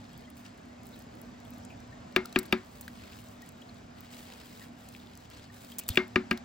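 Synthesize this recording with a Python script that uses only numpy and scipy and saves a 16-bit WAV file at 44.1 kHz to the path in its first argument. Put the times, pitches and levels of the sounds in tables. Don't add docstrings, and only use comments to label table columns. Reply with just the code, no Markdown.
import sys
import numpy as np
from scipy import signal
from scipy.fft import rfft, irfft, next_fast_len
from scipy.io import wavfile
from scipy.ndimage import uniform_filter1d

SR = 44100
rng = np.random.default_rng(int(sys.argv[2]) if len(sys.argv) > 2 else 0)


def store_wav(level_fs):
    pcm = np.round(np.clip(np.atleast_2d(level_fs), -1, 1) * 32767)
    wavfile.write(sys.argv[1], SR, pcm.T.astype(np.int16))


def decibels_to_gain(level_db):
    exponent = np.asarray(level_db, float) / 20
    return 10 ** exponent


N = 284004

# frequency in Hz, likeness from -1 to 1.
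PORT_LIKENESS = [(60, 1), (200, 0.92), (400, 0.33), (800, -0.44), (1500, 0.11), (2500, 0.53), (4500, 0.98),
                 (6300, -0.015), (7200, 0.98), (8000, 0.7)]
# frequency in Hz, level in dB, decay time t60 in seconds.
RIM = [(2375, 0, .018), (2620, -1, .012), (2780, -5, .016), (2950, -6, .01)]
# frequency in Hz, level in dB, decay time t60 in seconds.
WALL = [(1655, 0, .028), (1860, -5, .025)]


def evened(x):
    return x / np.sqrt(np.mean(x ** 2) + 1e-20)


def read(points, hz):
    f, value = np.transpose(points)
    return np.interp(np.log(hz + 1), np.log(f + 1), value)


def add(mix, s, sound):
    part = mix[round(s * SR):][:len(sound)]
    part += sound[:len(part)]


def coloured(x, spectrum):
    gain = decibels_to_gain(read(spectrum, np.fft.rfftfreq(len(x), 1 / SR)))
    return evened(irfft(rfft(x) * gain, len(x)))


def slow(seconds):
    size = max(round(seconds * SR), 1)
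    once = uniform_filter1d(rng.standard_normal(N), size)
    return evened(uniform_filter1d(once, size))


def port_pair(z, likeness):
    common = np.sqrt(1 + likeness) * z[0]
    apart = np.sqrt(1 - likeness) * z[1]
    return np.array([common + apart, common - apart])


def pair(colour_db, patchy_db, likeness, size):
    speckle_db = 1.87
    frames, hz = 4 * N // size + 5, np.fft.rfftfreq(size, 1 / SR)
    a, b, c, d, chance = rng.standard_normal((frames, len(hz), 5)).T
    speckle = uniform_filter1d(chance[::-1], size=2, axis=0)
    speckle = evened(uniform_filter1d(speckle, size=4, axis=1))
    patches = evened(uniform_filter1d(uniform_filter1d(chance, 8, 0), 8, 1))
    same = np.clip(read(PORT_LIKENESS, hz) + likeness, -1, 1)[:, None]
    same[hz > 8200] = .97
    gain_db = read(colour_db, hz)[:, None] + patchy_db * patches + speckle_db * speckle
    z = port_pair([a + 1j * b, c + 1j * d], same) * decibels_to_gain(gain_db)
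    return evened(signal.istft(z, nperseg=size, noverlap=size * 3 // 4)[1][:, :N])


def tilted(x, left_db, lead):
    size = next_fast_len(N + 4096)
    hz = np.fft.rfftfreq(size, 1 / SR)
    half = decibels_to_gain(read(left_db, hz) / 2) * np.exp(-.5j * lead(hz))
    return irfft(rfft(x, size) * np.array([half, 1 / half]), size)[:, :N]


def strokes(order, rest_db):
    attack_s, release_s = 0.027, 0.033
    # start in seconds, length in seconds, hiss level in dB, fizz level in dB.
    passes = [(0, 0.25, -66, -84), (0.36, 0.04, -78, -62), (0.448, 0.016, -56, -72),
              (0.843, 0.18, -71, -67), (1.161, 0.11, -78, -70), (1.465, 0.17, -86, -70.5),
              (2.234, 0.41, -64.5, -71), (2.646, .28, -71, -63.5), (2.946, 0.21, -59, -64),
              (3.147, 0.18, -77, -62), (3.406, 0.073, -65, -67.5), (3.56, 0.24, -70.5, -74),
              (3.96, 0.19, -63.5, -68), (4.114, 0.13, -59.5, -56.5), (4.247, 0.18, -59.5, -62),
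              (4.438, 0.2, -62.5, -58.5), (4.774, .2, -65.5, -63.5), (5.008, 0.25, -66, -70),
              (5.301, 0.14, -59.5, -69), (5.527, 0.21, -65, -58.5), (5.778, 0.047, -60, -59.5),
              (5.882, 0.079, -54.5, -56), (5.968, 0.17, -69.5, -81)]
    t, rows = np.arange(0, N + 100, 100) / SR, np.array(passes)[:, :, None]
    start, length = rows[:, 0], rows[:, 1]
    swell = np.clip((t - start) / attack_s + .5, 0, 1)
    swell = swell * np.exp(-np.maximum(t - start - length, 0) / release_s)
    power = decibels_to_gain(2 * rest_db) + ((decibels_to_gain(rows[:, order]) * swell) ** 2).sum(0)
    return np.interp(np.arange(N) / SR, t, np.sqrt(power))


def grit(per_s, spread_db, length):
    tears = (rng.random(N) < per_s / SR) * decibels_to_gain(spread_db * np.minimum(rng.exponential(1, N), 4))
    return evened(1 + signal.lfilter([1], [1, -np.exp(-1 / (length * SR))], tears))


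def scrape():
    # frequency in Hz, level in dB.
    hiss_colour = [(900, 1), (1800, -0.5), (2500, 0), (4500, -2), (6500, -10.5), (8500, -11), (11000, -23)]
    # frequency in Hz, level in dB.
    fizz_colour = [(4500, -7), (7000, -9), (10000, -5.5), (12000, -14), (14500, -4), (15900, -8.5),
                   (16300, -26)]
    patchy_db = 1.6
    tears = grit(170, 1.9, .0015)
    fine_tears = grit(120, 0.67, 0.00011)
    hiss = pair(hiss_colour, patchy_db, 0.025, size=512) * tears * strokes(order=2, rest_db=-73)
    fizz = pair(fizz_colour, patchy_db, 0, size=512) * tears * fine_tears * strokes(order=3, rest_db=-76)
    return decibels_to_gain(3.5) * hiss + decibels_to_gain(1.5) * fizz


def smack(db, dull_db, hz, length):
    # frequency in Hz, level in dB.
    spit = [(3500, -16.5), (4800, -11), (6300, -9.5), (8000, -2), (12000, -3.5), (15500, 0.5),
            (16900, -34.5)]
    t, noise = np.arange(2048) / SR, rng.standard_normal((2, 2048))
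    shape = (1 - np.exp(-t / 0.0001)) * decibels_to_gain(-30 * t / max(length, .001))
    dull_colour = [(hz * 0.48, -30), (hz * 0.83, -6), (hz, 0), (hz * 1.28, -8), (hz * 4, -30)]
    bright = decibels_to_gain(db - 5.0) * coloured(noise[0], spit)
    dull = decibels_to_gain(dull_db - 3.5) * coloured(noise[1], dull_colour)
    return shape * (bright + dull)


def add_ticks(near):
    # time in seconds, level in dB, pitch
    # in Hz.
    ticks = [(0.132, -49, 8440), (0.178, -42, 15500), (0.183, -49, 15500), (0.209, -52, 15100),
             (0.214, -54, 5510), (0.3026, -43, 14900), (0.3695, -49, 14600), (0.3766, -58, 5520),
             (0.4517, -49, 6860), (0.5776, -50, 7300), (0.6864, -59, 5530), (0.8334, -47, 8270),
             (0.856, -47, 11200), (0.869, -39.5, 10600), (0.8904, -48, 15100), (0.992, -42.5, 8950),
             (1.0228, -46.5, 5500), (1.1531, -49.5, 9500), (1.2165, -40, 11800), (1.403, -50, 7130),
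             (1.451, -47, 11000), (1.4684, -51, 6900), (1.506, -43, 14800), (1.537, -48, 5660),
             (1.5475, -50, 15000), (1.563, -50, 7200), (1.5833, -44.5, 11900), (1.6362, -54, 5500),
             (1.6497, -59, 7030), (1.7011, -57, 15500), (1.804, -47, 5670), (1.9804, -60, 5540),
             (3.0072, -62, 15400), (3.1269, -51, 15000), (3.165, -50, 15500), (3.2866, -56, 7390),
              (3.4213, -42.5, 6170), (3.4432, -57, 15200), (3.463, -45, 10800), (3.491, -42, 7640),
              (3.5215, -49, 14900), (3.617, -48, 5580), (3.745, -51, 7890), (3.7809, -56, 6520),
              (3.988, -56, 5500), (4.0072, -39, 15500), (4.0404, -55, 15190), (4.1306, -50, 7510),
              (4.2903, -54, 15100), (4.3342, -55, 6820), (4.6086, -49, 7670), (4.7906, -63, 5600),
              (4.8879, -56, 8110), (4.889, -38.5, 8200), (4.9233, -45, 14600), (5.1538, -62, 5640),
              (5.1538, -45, 5820), (5.1754, -38, 8300), (5.2047, -61, 7950), (5.302, -43.5, 5590),
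              (5.5404, -62, 14900), (5.5459, -63, 5870), (5.5459, -53, 15100)]
    for s, db, hz in ticks:
        add(near, s - .0005, smack(db + 2, db + 3, hz, length=0.0027))


def add_smacks(near):
    # time in seconds, spit level in dB, dull level in dB, dull pitch in Hz,
    # length in seconds.
    breaks = [(1.6506, -62, -39, 6900, 0.0076), (3.2866, -58, -42, 7460, 0.0046),
              (5.837, -46, -46, 7500, .005), (5.864, -48, -49.5, 12000, .004),
              (5.903, -40, -36.5, 4300, .02), (2.2573, -29, -33, 4600, 0.0053),
              (2.3266, -40, -38.5, 4300, 0.0085), (2.389, -18, -29.5, 4170, 0.01),
              (2.43, -43, -43, 1730, 0.019), (2.455, -45, -44, 4220, 0.011), (2.462, -40, -47, 1620, 0.008),
              (2.811, -33.5, -61, 3990, 0.017), (2.88, -44, -34.5, 1820, 0.012),
              (2.8805, -50, -40, 3220, .008), (5.892, -26, -31, 2720, 0.0062),
              (5.719, -41, -44, 3240, 0.011), (5.7852, -23, -27.5, 7500, 0.0098),
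              (5.796, -29.5, -40, 2500, .012), (5.791, -23.5, -40, 2390, 0.016),
              (5.8823, -24, -47, 6000, 0.0034), (5.8888, -18.5, -32, 7500, 0.0032),
              (5.8899, -6.5, -20, 3900, 0.0029), (6.329, -41, -44, 8000, 0.0067),
              (5.948, -45, -42, 7200, .004), (6.08, -46, -51, 9000, .005), (2.125, -51, -51, 4500, .006),
              (5.9566, -37.5, -31, 2300, 0.012), (6.375, -42, -38, 1700, 0.01),
              (6.3753, -50, -36, 4000, 0.0096)]
    for s, *row in breaks:
        add(near, s - .0005, smack(*row))


def pop(db, hz, length, rough):
    t, rough = np.arange(0, length, 1 / SR), np.clip(rough, 0, 1)
    wide = 1 + 0.32 * rough ** 2 + .03
    band = [(hz / wide ** 2, -30), (hz / wide, -5), (hz, 0), (hz * wide, -5), (hz * wide ** 2, -30)]
    noise = coloured(rng.standard_normal(4096), band)[:len(t)]
    tone = np.sin(2 * np.pi * hz * t * (1 + 0.0095 * t / length))
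    shape = np.sin(np.pi * (t / length) ** 0.6) ** 2
    return decibels_to_gain(db) * ((1 - rough) * tone + 0.64 * rough * noise) * shape


def add_pops(near):
    # time in seconds, level in dB, pitch in Hz, length in seconds,
    # roughness from 0 to 1.
    pockets = [(0.252, -56, 3160, 0.028, 0.4), (0.283, -56, 2000, 0.03, 0.3), (0.458, -54, 2500, 0.016, 1),
               (0.939, -51, 4000, 0.04, 0.64), (1.456, -49.5, 3240, 0.016, 0.5),
               (1.708, -45, 2540, 0.023, 0.56), (1.721, -52, 2500, 0.032, .6),
               (1.636, -54, 5600, .012, 0.49), (0.28, -56, 1980, .015, .4), (.135, -57, 3200, .012, .4),
               (.587, -53, 2050, .015, .5), (.303, -52, 2700, .005, .8), (1.93, -49.5, 1820, 0.023, 0.06),
               (2.354, -43, 3180, 0.012, 0.25), (2.829, -47.5, 4120, .006, 0.4),
               (3.131, -46.5, 3000, 0.013, 1.1), (3.43, -49, 1885, 0.027, 0.17),
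               (3.622, -42, 3240, 0.013, 0.5), (3.694, -48, 4200, 0.017, 0.47),
               (4.139, -43, 2900, .003, 1.2), (4.338, -48, 6700, 0.0048, 0.4),
               (4.619, -48, 1826, 0.045, 0.56), (5, -47.5, 3600, .006, 0.4),
               (4.95, -39.5, 2500, 0.00305, 1), (4.963, -42.5, 2880, .003, 0.7),
               (5.071, -50.5, 3400, 0.0085, 1.1), (5.503, -48, 1830, 0.014, 0.3),
               (5.726, -46, 3220, 0.018, 0.3), (5.912, -40.5, 3600, 0.052, 0.66),
               (5.866, -47, 3600, .008, .4), (5.82, -48.5, 2500, .05, .7), (2.256, -39, 1340, 0.012, 0.37)]
    for s, db, hz, length, rough in pockets:
        add(near, s - length / 3, pop(db, hz, length, rough))


def thump(db, hz):
    t = np.arange(0, .12, 1 / SR)
    return decibels_to_gain(db - 1320 * t) * np.sin(2 * np.pi * hz * t) * (1 - np.exp(-t / 0.0016))


def add_thumps(near):
    # time in seconds, level in dB, pitch in Hz.
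    pushes = [
        (1.75, -44, 70),
        (2.384, -32.5, 66),
        (5.901, -21, 81.6),
        (5.911, -30, 90),
    ]
    for s, *row in pushes:
        add(near, s, thump(*row))


def ring(modes, rise, ragged):
    t, (hz, db, t60) = np.arange(12000)[:, None] / SR, np.transpose(modes)
    spot = rng.standard_normal((2, len(hz)))
    turns = 2 * np.pi * hz * (1 + .004 * spot[1]) * (t - rise) + .35 * spot[1]
    x = (decibels_to_gain(db + 1.0 * spot[0] - 60 * t / t60) * np.sin(turns)).sum(1)
    chatter = ragged * rng.standard_normal(300) * np.exp(-np.arange(300) / 90)
    x = x + signal.fftconvolve(x, chatter)[:len(x)]
    x = x * (1 - np.exp(-(t[:, 0] / rise) ** 3))
    return x / abs(x).max()


def knock(db, wall_db, edge_db, crack_db, rock_db, boom_db, low_db, band_db, lip_db):
    # frequency in Hz, level in dB, decay time t60 in seconds.
    edge = [(3300, -2, 0.015), (3540, -2, .02), (3710, 0, 0.025)]
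    rock = [(65, -14, .1), (110, -16, .08), (195, -4, .14), (230, 0, .17), (273, -4, .14), (450, -9, .04),
            (545, -10, .035)]
    boom = [(369, 0, .15), (435, -13, .045), (520, -13, .03), (620, -16, .03), (720, -16, .05),
            (862, -18, .06)]
    wall_low = [(1211, -1, .045), (1335, 0, .028)]
    wall_band = [(1060, -4, .04), (1520, 0, .055)]
    lip = [(4420, 0, 0.016), (4700, -3, .014), (5080, -1, 0.015), (5580, -6, 0.008)]
    # frequency in Hz, level in dB.
    rattle = [(120, -3), (400, 0), (800, -0.5), (1500, 5), (2100, 2.5), (2800, -8.5), (4500, -9),
              (9000, -39)]
    body = ring(RIM, .0025, .01)
    body += decibels_to_gain(wall_db) * ring(WALL, .003, .01)
    body += decibels_to_gain(edge_db) * ring(edge, .0022, .03)
    t = np.arange(len(body)) / SR
    swell = 1 - np.exp(-(t / .0025) ** 3)
    fade = decibels_to_gain(-6 - 60 * t / 0.02) + decibels_to_gain(-19 - 60 * t / 0.062) + decibels_to_gain(-25 - 60 * t / 0.24)
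    body += fade * swell * coloured(rng.standard_normal(len(t)), rattle)
    add(body, 0, smack(crack_db, crack_db, 5500, .011))
    cup = decibels_to_gain(rock_db) * ring(rock, .005, 0)
    cup += decibels_to_gain(boom_db) * ring(boom, .0035, 0)
    cup += decibels_to_gain(lip_db) * ring(lip, .0022, .04)
    cup += decibels_to_gain(low_db) * ring(wall_low, .004, .01)
    cup += decibels_to_gain(band_db) * ring(wall_band, .004, .01)
    return decibels_to_gain(db + 4.0) * body + cup


def add_knocks(near):
    # time in seconds, blow level in dB, then upper wall, edge and bright crack in dB
    blows = [
        (2.1626, -15, -10, -9, -16),
        (2.36, -17, -7.5, -13.5, -26.5),
        (2.526, -15.5, -9.5, -11, -17),
        (5.9734, -12.5, -14.5, -8, -22),
        (6.1589, -16.5, -5.5, -15.5, -29.5),
        (6.3117, -20.5, -12.5, -19, -16),
    ]
    # cup rocking, air in the cup, lower wall,
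    # wall band and lip, all in dB.
    spots = [(-23, -20.5, -25.5, -48, -29), (-20, -20, -25, -31, -36), (-20.5, -22, -22.5, -45, -24.5),
             (-23.5, -20.5, -26.5, -26, -29), (-17.5, -20.5, -19, -32, -32.5), (-20, -30, -26.5, -45, -25)]
    spoon_db = [-39, -44, -48, -32, -47, -48]
    # frequency in Hz, level in dB, decay time t60 in seconds; then the lag in seconds.
    spoon, lag_s = [(2155, 0, .13), (2228, -9, .09)], .006
    for (s, *row), spot, ring_db in zip(blows, spots, spoon_db):
        add(near, s - .0015, knock(*row, *spot))
        add(near, s + lag_s, decibels_to_gain(ring_db) * ring(spoon, 0.016, .02))


def add_bounces(near):
    # time in seconds, level in dB.
    touches = [
        (2.1655, -37),
        (5.978, -32),
        (6.1625, -16.5),
        (6.317, -19),
        (6.328, -29),
    ]
    for s, db in touches:
        add(near, s - .001, decibels_to_gain(db) * ring(RIM + WALL, .001, .02))


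def kitchen(x):
    # frequency in Hz, decay time t60 in seconds.
    decay = [(150, .25), (400, 0.24), (1000, 0.28), (2800, 0.14), (7000, 0.06), (15000, 0.04)]
    taps = np.zeros((2, SR // 2))
    at = np.arange(120, SR // 2 - 20, 20) + rng.integers(0, 20, (2, (SR // 2 - 121) // 20))
    np.put_along_axis(taps, at, rng.choice([-1., 1.], at.shape), 1)
    hz, t, z = signal.stft(taps, SR, nperseg=256)
    same = np.clip(read(PORT_LIKENESS, hz), -1, 1)[:, None]
    thin = (hz / (hz + 700))[:, None] ** 2
    z = port_pair(z, same) * thin * decibels_to_gain(-60 * t / read(decay, hz)[:, None])
    tail = signal.istft(z, SR, nperseg=256)[1]
    return signal.fftconvolve(x[None], tail / np.linalg.norm(tail[0]), axes=1)[:, :N]


def room_tone():
    # time in seconds, level in dB.
    swell_db = [(0.0, -54), (0.75, -53), (1.45, -51.5), (1.59, -51), (2.46, -51), (2.67, -53.5),
                (2.89, -53.5), (3.23, -53.5), (3.69, -52), (4.41, -54.5), (4.68, -53), (5.5, -55),
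                (6.12, -52), (6.44, -50.5)]
    # frequency in Hz, level in dB per Hz.
    air_colour = [(15, -30), (35, -29), (60, -6), (110, -4), (165, -8.5), (200, -4.5), (285, -8),
                  (340, -12.5), (520, -14.5), (690, -10), (950, -17), (1900, -22), (3300, -29), (7000, -34)]
    # pitch in Hz, level in dB, waver in dB.
    machines = [(77, -16, 0), (103.5, -14, 7), (199.7, -11.5, 2.5), (241.6, -2, 2), (277, -13, 3.5)]
    air = pair(air_colour + [(9500, -44.5), (12000, -73)], 1.24, 0, size=2048)
    t = np.arange(N) / SR
    drone = np.zeros(N)
    for hz, db, waver_db in machines:
        level = decibels_to_gain(db + waver_db * slow(0.1))
        drone += level * np.sin(2 * np.pi * hz * t + 0.47 * slow(0.036))
    return decibels_to_gain(np.interp(t, *np.transpose(swell_db)) + 1.5) * (air + drone)


def scene():
    # frequency in Hz, left minus right in dB.
    near_left_db = [(200, 1), (380, 5), (700, 5.5), (2400, 3.5), (4400, -1.5), (7500, -2)]
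    near = np.zeros(N)
    for add_source in (add_ticks, add_smacks, add_pops, add_thumps, add_knocks, add_bounces):
        add_source(near)
    near = tilted(near + decibels_to_gain(-23) * kitchen(near), near_left_db, np.zeros_like)
    return near + scrape() + room_tone()


def thin_treble(ports):
    # frequency in Hz, level in dB.
    weaker_db = [(6600, -60), (7000, -5), (16000, -5)]
    hz, t, z = signal.stft([ports[0] + ports[1], ports[0] - ports[1]], SR, nperseg=1024)
    power = uniform_filter1d(uniform_filter1d(abs(z) ** 2, 8, 1), 2, 2)
    power_db = 10 * np.log10(power + 1e-20)
    wander_db = 1.8 * evened(uniform_filter1d(rng.standard_normal(len(t)), 3))
    bright_db = power_db[:, hz > 7000].mean((0, 1))
    hz = hz[:, None]
    keep = power_db - power_db[::-1] > read(weaker_db, hz) + wander_db / 2
    keep |= bright_db > uniform_filter1d(bright_db, 7) + 3.5
    keep &= (hz < 7000) | (power_db > -102 + wander_db)
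    keep &= (hz < 15950) | (power_db > -81) & (hz < 16800)
    total, apart = signal.istft(z * keep, SR, nperseg=1024)[1][:, :N]
    return np.array([total + apart, total - apart]) / 2


def top_cut(x):
    return signal.sosfilt(signal.butter(12, 17500, fs=SR, output="sos"), x)


def record(dry):
    # frequency in Hz, left minus right in dB.
    left_db = [(100, -1), (200, -2.5), (380, 0.5), (800, -1.5), (1800, -0.5), (2400, 2), (5000, 4.5),
               (6400, 3), (7200, 1.5)]
    # frequency in Hz, lead of the right port in radians.
    right_lead = [(300, -0.18), (1000, -0.64), (2000, -1.05), (3200, -0.86), (4500, -1.1), (6000, 1.33),
                  (6800, -1.2), (7600, -0.14)]

    def lead(hz):
        return read(right_lead, hz) + 2 * np.pi * np.maximum(hz - 7600, 0) / 3880

    return top_cut(thin_treble(tilted(dry, left_db, lead)))


dry = scene()
out = record(dry)
store_wav(out)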